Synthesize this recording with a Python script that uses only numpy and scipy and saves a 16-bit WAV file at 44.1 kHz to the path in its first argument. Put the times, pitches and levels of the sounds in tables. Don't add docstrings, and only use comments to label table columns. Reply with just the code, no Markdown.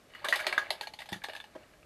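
import sys
import numpy as np
from scipy import signal
from scipy.fft import rfft, irfft, next_fast_len
from scipy.io import wavfile
from scipy.ndimage import uniform_filter1d

SR = 44100
rng = np.random.default_rng(int(sys.argv[2]) if len(sys.argv) > 2 else 0)


def nominal_scale(level):
    x = np.asarray(level, float) / 20
    return 10 ** x


def output_pcm(signal):
    pcm = np.clip(np.atleast_2d(signal).T, -1, 1) * 32767
    wavfile.write(sys.argv[1], SR, np.round(pcm).astype(np.int16))


N = 81585
LONGEST_T60_S = 0.065


def rms_one(x):
    return x / np.sqrt(np.mean(x ** 2) + 1e-20)


def train(s, heights):
    return np.bincount((np.ravel(s) * SR).astype(int), np.ravel(heights), N)[:N]


def fade(clicks, t60_s):
    return signal.lfilter([1], [1, -nominal_scale(-60 / (t60_s * SR))], clicks + 1e-18)


def ring(clicks, hz, t60_s):
    r = nominal_scale(-60 / (t60_s * SR))
    w = 2 * np.pi * hz / SR
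    return signal.lfilter([0, np.sin(w)], [1, -2 * r * np.cos(w), r * r], clicks + 1e-18)


def high(x, hz):
    return signal.sosfilt(signal.butter(2, hz, "high", fs=SR, output="sos"), x)


def coloured(spectrum):
    hz, db = np.transpose(spectrum)
    log_hz = np.log(np.maximum(np.fft.rfftfreq(N, 1 / SR), 1))
    gain_db = np.interp(log_hz, np.log(hz), db, left=-90, right=-90)
    return rms_one(irfft(rfft(rng.standard_normal(N)) * nominal_scale(gain_db), N))


# frequency in Hz, level in dB per Hz.
HUSH_SPECTRUM = [(15, -47), (25, 6), (187, -3.5), (485, -3), (684, -4), (940, -15), (1050, -8.5),
                 (1160, -9.5), (14000, -26)]
HUSH_DB = -61


def hush():
    return nominal_scale(HUSH_DB) * coloured(HUSH_SPECTRUM)


ROOM_T60_S, WALL_CUT_HZ, ROOM_DB = 0.2, 4200, -18


def room(x):
    size = next_fast_len(N + SR)
    z = np.exp(-2j * np.pi * np.fft.rfftfreq(size))
    dull = np.exp(-2 * np.pi * WALL_CUT_HZ / SR)
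    wall = (1 - dull) / (1 - dull * z)
    response = 0
    for k, lag in enumerate((rng.uniform(0.0045, 0.033, 10) * SR).astype(int)):
        loop = nominal_scale(-60 * lag / SR / ROOM_T60_S) * wall * z ** lag
        response = response + (-1) ** k * loop / (1 - loop)
    return nominal_scale(ROOM_DB) * irfft(rfft(x, size) * response, size)[:N]


# frequency in Hz, level in dB, t60 in seconds.
HOLLOW_MODES = [(368, -8, 0.047), (627, 0.5, 0.036), (828, -6, 0.026), (982, -1.5, 0.019),
                (1700, -2, 0.0058), (3150, -9, 0.0059)]
# start in seconds, level in dB.
KNOCKS = [
    (1.547, -36),
    (1.579, -60),
]
KNOCK_SWELL_S, SCUFF_DB, KNOCK_LOW_HZ = 0.025, -14, 292


def knocks():
    s, db = np.transpose(KNOCKS)
    starts = train(s, nominal_scale(db))
    bump = np.hanning(int(KNOCK_SWELL_S * SR))
    t = np.arange(len(bump)) / SR
    scuff = nominal_scale(SCUFF_DB) * np.convolve(starts, bump)[:N] * rng.standard_normal(N) * 0.23
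    out = np.zeros(N)
    for hz, mode_db, t60_s in HOLLOW_MODES:
        burst = bump * np.sin(2 * np.pi * hz * t) * 2 / bump.sum()
        drive = scuff + np.convolve(starts, burst)[:N]
        out += nominal_scale(mode_db) * ring(drive, hz, min(t60_s, LONGEST_T60_S))
    return high(out, KNOCK_LOW_HZ)


# frequency in Hz, level in dB, t60 in seconds.
TABLE_MODES = [(126, -46, 0.075), (201, -32, 0.046), (343, -32.5, 0.04), (878, -22, 0.01),
               (1740, -30, .015)]
# start in seconds, level in dB.
TOUCHES = [
    (1.1225, -1.5),
    (1.16, -13),
]
THUD_SOFT_S, TABLE_LOW_HZ = 0.0013, 93.5


def thud():
    s, db = np.transpose(TOUCHES)
    soft = np.hanning(int(THUD_SOFT_S * SR) + 3)
    push = np.convolve(train(s, nominal_scale(db)), soft / soft.sum())[:N]
    out = sum(nominal_scale(mode_db) * ring(push, hz, t60_s) for hz, mode_db, t60_s in TABLE_MODES)
    return high(out, TABLE_LOW_HZ)


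# time in seconds, level in dB.
ROLL = [(0.0, -85), (0.164, -54), (0.21, -52), (0.376, -49), (0.415, -43), (0.488, -39), (0.85, -57),
        (1.046, -96), (1.246, -100), (1.462, -66), (1.582, -60.5), (1.85, -76)]


def roll_push():
    s, db = np.transpose(ROLL)
    return nominal_scale(np.interp(np.arange(N) / SR, s, db))


GRAINS_PER_S, GRAIN_SPREAD_DB = 400, 3.6


def roll_grains(count):
    present = rng.random((count, N)) < GRAINS_PER_S / SR
    heights = nominal_scale(GRAIN_SPREAD_DB * np.minimum(rng.exponential(1, (count, N)), 4))
    return present * heights * rng.choice([-1, 1], (count, N))


# frequency in Hz, level in dB per Hz.
CRACK_SPECTRUM = [(2650, -5), (4500, -8.5), (5090, -8), (7240, -14.5), (8790, -12), (10100, -14),
                  (13300, -14), (14000, -46)]
CRACK_EDGES_HZ = [3000, 5600, 7400, 9600, 12000, 16000]
# start in seconds, level in dB.
CRACKS = [(0.1487, -54), (0.2465, -33.5), (0.2857, -29), (0.3049, -42), (0.326, -36), (0.3385, -42.5),
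          (0.3566, -31.5), (0.3736, -49.5), (0.3924, -45.5), (0.4024, -42.5), (0.4672, -30), (0.526, -40),
          (0.5795, -35.5), (0.7048, -31), (0.811, -37.5), (0.8305, -49), (0.8726, -48.5), (0.9361, -47),
          (0.9896, -45), (1.0046, -50.5), (1.0177, -51.5), (1.058, -50.5), (1.0901, -47), (1.119, -49),
          (1.1275, -38), (1.1624, -58), (1.2383, -35), (1.2854, -50), (1.2964, -58), (1.3337, -48),
          (1.3508, -48), (1.363, -51), (1.4, -52.5), (1.4404, -56)]
CRACK_DB, CRACK_T60_S, CRACK_SCATTER_DB = -4, 0.15, 1.5
TICK_DB, TICK_T60_S = 0.5, 0.015
CLUMP_DB, ROLL_HISS_DB = 0.5, -19.5


def cracks(push):
    s, db = np.transpose(CRACKS)
    clumps = nominal_scale(CLUMP_DB * rms_one(uniform_filter1d(rng.standard_normal(N), size=60)))
    hiss = rms_one(clumps * coloured(CRACK_SPECTRUM))
    tint_db = CRACK_SCATTER_DB * rng.standard_normal((len(s), 5))
    out = np.zeros(N)
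    for k, edges in enumerate(zip(CRACK_EDGES_HZ, CRACK_EDGES_HZ[1:])):
        starts = train(s, nominal_scale(db + CRACK_DB + tint_db[:, k]))
        crack = fade(starts, CRACK_T60_S) + nominal_scale(TICK_DB) * fade(starts, TICK_T60_S)
        band = signal.sosfilt(signal.butter(2, edges, "band", fs=SR, output="sos"), hiss)
        out += (crack + push * nominal_scale(ROLL_HISS_DB)) * band
    return out


SWELL_T60_S = 0.0021


def swell(clicks, hz):
    return 2 * (1 - nominal_scale(-60 / (SWELL_T60_S * SR))) * ring(clicks, hz, SWELL_T60_S)


PAIR_SPLIT, EDGE_SHARE = 0.003, 0.32
SHUDDER_DB, SHUDDER_T60_S = -32, 0.076


def shell(modes, when, hit_db, scatter_db, near_hz, octaves, depth_db, grains, push):
    out, rolling = np.zeros(N), np.zeros(N)
    for k, (hz, mode_db, t60_s) in enumerate(modes):
        miss_db = depth_db * (np.exp(-(np.log2(hz / near_hz) / octaves) ** 2) - 1)
        clicks = train(when, (-1) ** k * nominal_scale(hit_db + mode_db + miss_db + scatter_db[:, k]))
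        shudder = nominal_scale(SHUDDER_DB) * fade(clicks, SHUDDER_T60_S) * rms_one(grains[k])
        contact = swell(clicks, hz) + EDGE_SHARE * clicks + shudder
        for side in (-1, 1):
            pitch_hz, decay_s = hz * (1 + side * PAIR_SPLIT), min(t60_s, LONGEST_T60_S)
            out += ring(contact, pitch_hz, decay_s)
            rolling += ring(nominal_scale(mode_db) * grains[k], pitch_hz, decay_s)
    return out + push * rms_one(rolling)


# frequency in Hz, level in dB, t60 in seconds.
BASE_MODES = [(370, -13.5, 0.046), (585, -7.5, 0.061), (632, -3, 0.038), (854, -4.5, 0.034)]
WALL_MODES = [(1075, 4.5, 0.011), (1240, 1.5, 0.029), (1630, 5.5, 0.019), (1740, 1.5, 0.022),
              (1900, 1, 0.023), (2050, 9, 0.0083)]
DOME_MODES = [(2280, 1, 0.02), (2624, -1.5, 0.016), (2913, -3.5, 0.024), (3552, -5, 0.018),
              (3768, -11.5, 0.037), (4010, -14.5, 0.056), (4302, -5, 0.017), (4645, -7.5, 0.015)]
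# start in seconds, wall level in dB, favoured wall pitch in Hz, base level in dB, dome level in dB.
SQUARE = [(0.4672, -24, 1900, -17, -17.5), (0.5262, -16.5, 1183, -23, -23.5),
          (0.5785, -19.5, 1630, -63, -28.5), (0.7046, -25.5, 2050, -19, -18.5),
          (0.810, -39, 1860, -29.5, -29.5), (0.871, -43, 1900, -36.5, -32.5), (0.937, -44, 1990, -41, -37),
          (1.1288, -31, 1900, -35, -30.5), (0.581, -29, 1240, -53, -33), (0.668, -49, 2050, -39, -48.5),
          (0.445, -38, 2050, -68, -52), (1.2396, -39, 1680, -33, -29.5), (1.334, -41, 1740, -41, -38),
          (1.351, -35, 1740, -38, -43.5), (1.3635, -40.5, 1740, -44, -32.5), (1.401, -39, 1740, -51, -35.5),
          (1.4405, -50, 1750, -49, -46), (1.735, -50.5, 1540, -55, -55.5), (1.8288, -57, 1290, -61, -55.5)]
GLANCING = [(0.1, -62, 1890, -79, -59), (0.1359, -45.5, 1330, -77, -49.5), (0.149, -38, 1950, -78, -52),
            (0.2437, -25, 1040, -37.5, -34), (0.249, -29, 1700, -36.5, -35), (0.2585, -36, 1075, -44, -55),
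            (0.2846, -26, 1850, -27, -28), (0.306, -50, 1900, -47, -47), (0.3253, -15.5, 1900, -35, -29.5),
            (0.329, -25.5, 1900, -59, -56), (0.3374, -37, 1990, -44, -34), (0.3573, -39, 2050, -32.5, -27),
            (0.3916, -27, 1660, -44, -36), (0.4, -38, 1640, -42.5, -34.5), (0.832, -39, 1670, -66, -51),
            (0.9885, -46, 2010, -43.5, -40), (1.003, -42, 1904, -44, -43),
            (1.0185, -43, 2020, -48.5, -46.5), (1.057, -45, 1846, -51, -51),
            (1.0883, -38, 1740, -43.5, -41), (1.139, -42, 1740, -45, -56), (1.242, -32, 1780, -45.5, -39),
            (1.1628, -49, 1740, -67, -51), (1.2172, -42.5, 1687, -74, -49), (1.2852, -40, 1700, -34, -40),
            (1.2965, -46, 1740, -74, -41), (1.320, -52, 1740, -51, -48), (1.632, -69, 1900, -58, -55.5)]
BRUSH = [
    (1.118, -46, 1700, -54, -52),
]
# time in seconds, favoured base pitch in Hz, favoured dome pitch in Hz.
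LANDING = [(0, 640, 2900), (.24, 630, 3700), (.28, 620, 3700), (.32, 730, 2850), (.35, 824, 3720),
           (.39, 630, 2240), (.46, 740, 4290), (.52, 740, 2240), (.57, 640, 3550), (.70, 780, 4200),
           (.80, 830, 4260), (.98, 845, 3620), (1.0, 840, 2660), (1.08, 840, 3500), (1.21, 845, 2400),
           (1.235, 845, 3800), (1.28, 650, 3720), (1.29, 650, 2900), (1.33, 860, 3550), (1.345, 840, 2650),
           (1.36, 845, 3550), (1.43, 850, 2900), (1.6, 640, 2650)]
BASE_DB, WALL_DB, DOME_DB = -3, -6.5, -5
ROLL_BASE_DB, ROLL_WALL_DB, ROLL_DOME_DB = -6.5, -5.5, -7.5
END_OCTAVES, END_DEPTH_DB = 0.13, 11
WALL_OCTAVES, WALL_DEPTH_DB = 0.075, 17
SCATTER_DB, CAN_LOW_HZ = 2.5, 403


def ball():
    s, wall_db, wall_hz, base_db, dome_db = np.transpose(SQUARE + GLANCING + BRUSH)[:, :, None]
    square = np.arange(len(s))[:, None] < len(SQUARE)
    step = np.arange(5)
    gaps = (step > 0) * rng.uniform(0.35, 1.1, (len(s), 5))
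    when = s + np.where(square, 0.0015, 0.002) * np.cumsum(gaps, axis=1)
    loss_db = np.where(square, 9, 4) * step
    row = np.searchsorted(np.transpose(LANDING)[0], s[:, 0]) - 1
    _, base_hz, dome_hz = np.transpose(np.array(LANDING)[row])[:, :, None]
    parts = [(BASE_MODES, base_db + BASE_DB, base_hz, END_OCTAVES, END_DEPTH_DB, ROLL_BASE_DB),
             (WALL_MODES, wall_db + WALL_DB, wall_hz, WALL_OCTAVES, WALL_DEPTH_DB, ROLL_WALL_DB),
             (DOME_MODES, dome_db + DOME_DB, dome_hz, END_OCTAVES, END_DEPTH_DB, ROLL_DOME_DB)]
    count = len(BASE_MODES + WALL_MODES + DOME_MODES)
    push, grains = roll_push(), roll_grains(count)
    scatter_db = SCATTER_DB * rng.standard_normal((len(s), count, 5))
    out, first = np.zeros(N), 0
    for modes, hit_db, near_hz, octaves, depth_db, roll_db in parts:
        out += shell(modes, when, hit_db - loss_db, scatter_db[:, first:], near_hz, octaves, depth_db,
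                     grains[first:], push * nominal_scale(roll_db))
        first += len(modes)
    return high(out + cracks(push), CAN_LOW_HZ)


def scene():
    near = ball() + thud() + knocks()
    return (near + room(near) + hush())[None]


def band_limit(x):
    return signal.sosfilt(signal.butter(12, 15040, fs=SR, output="sos"), x)


MIC_LOW_HZ, MIC_HIGH_HZ = 49.4, 13450


def record(dry):
    mix = high(dry, MIC_LOW_HZ)
    mix = signal.sosfilt(signal.butter(8, MIC_HIGH_HZ, fs=SR, output="sos"), mix)
    return band_limit(mix)


dry = scene()
out = record(dry)
output_pcm(out)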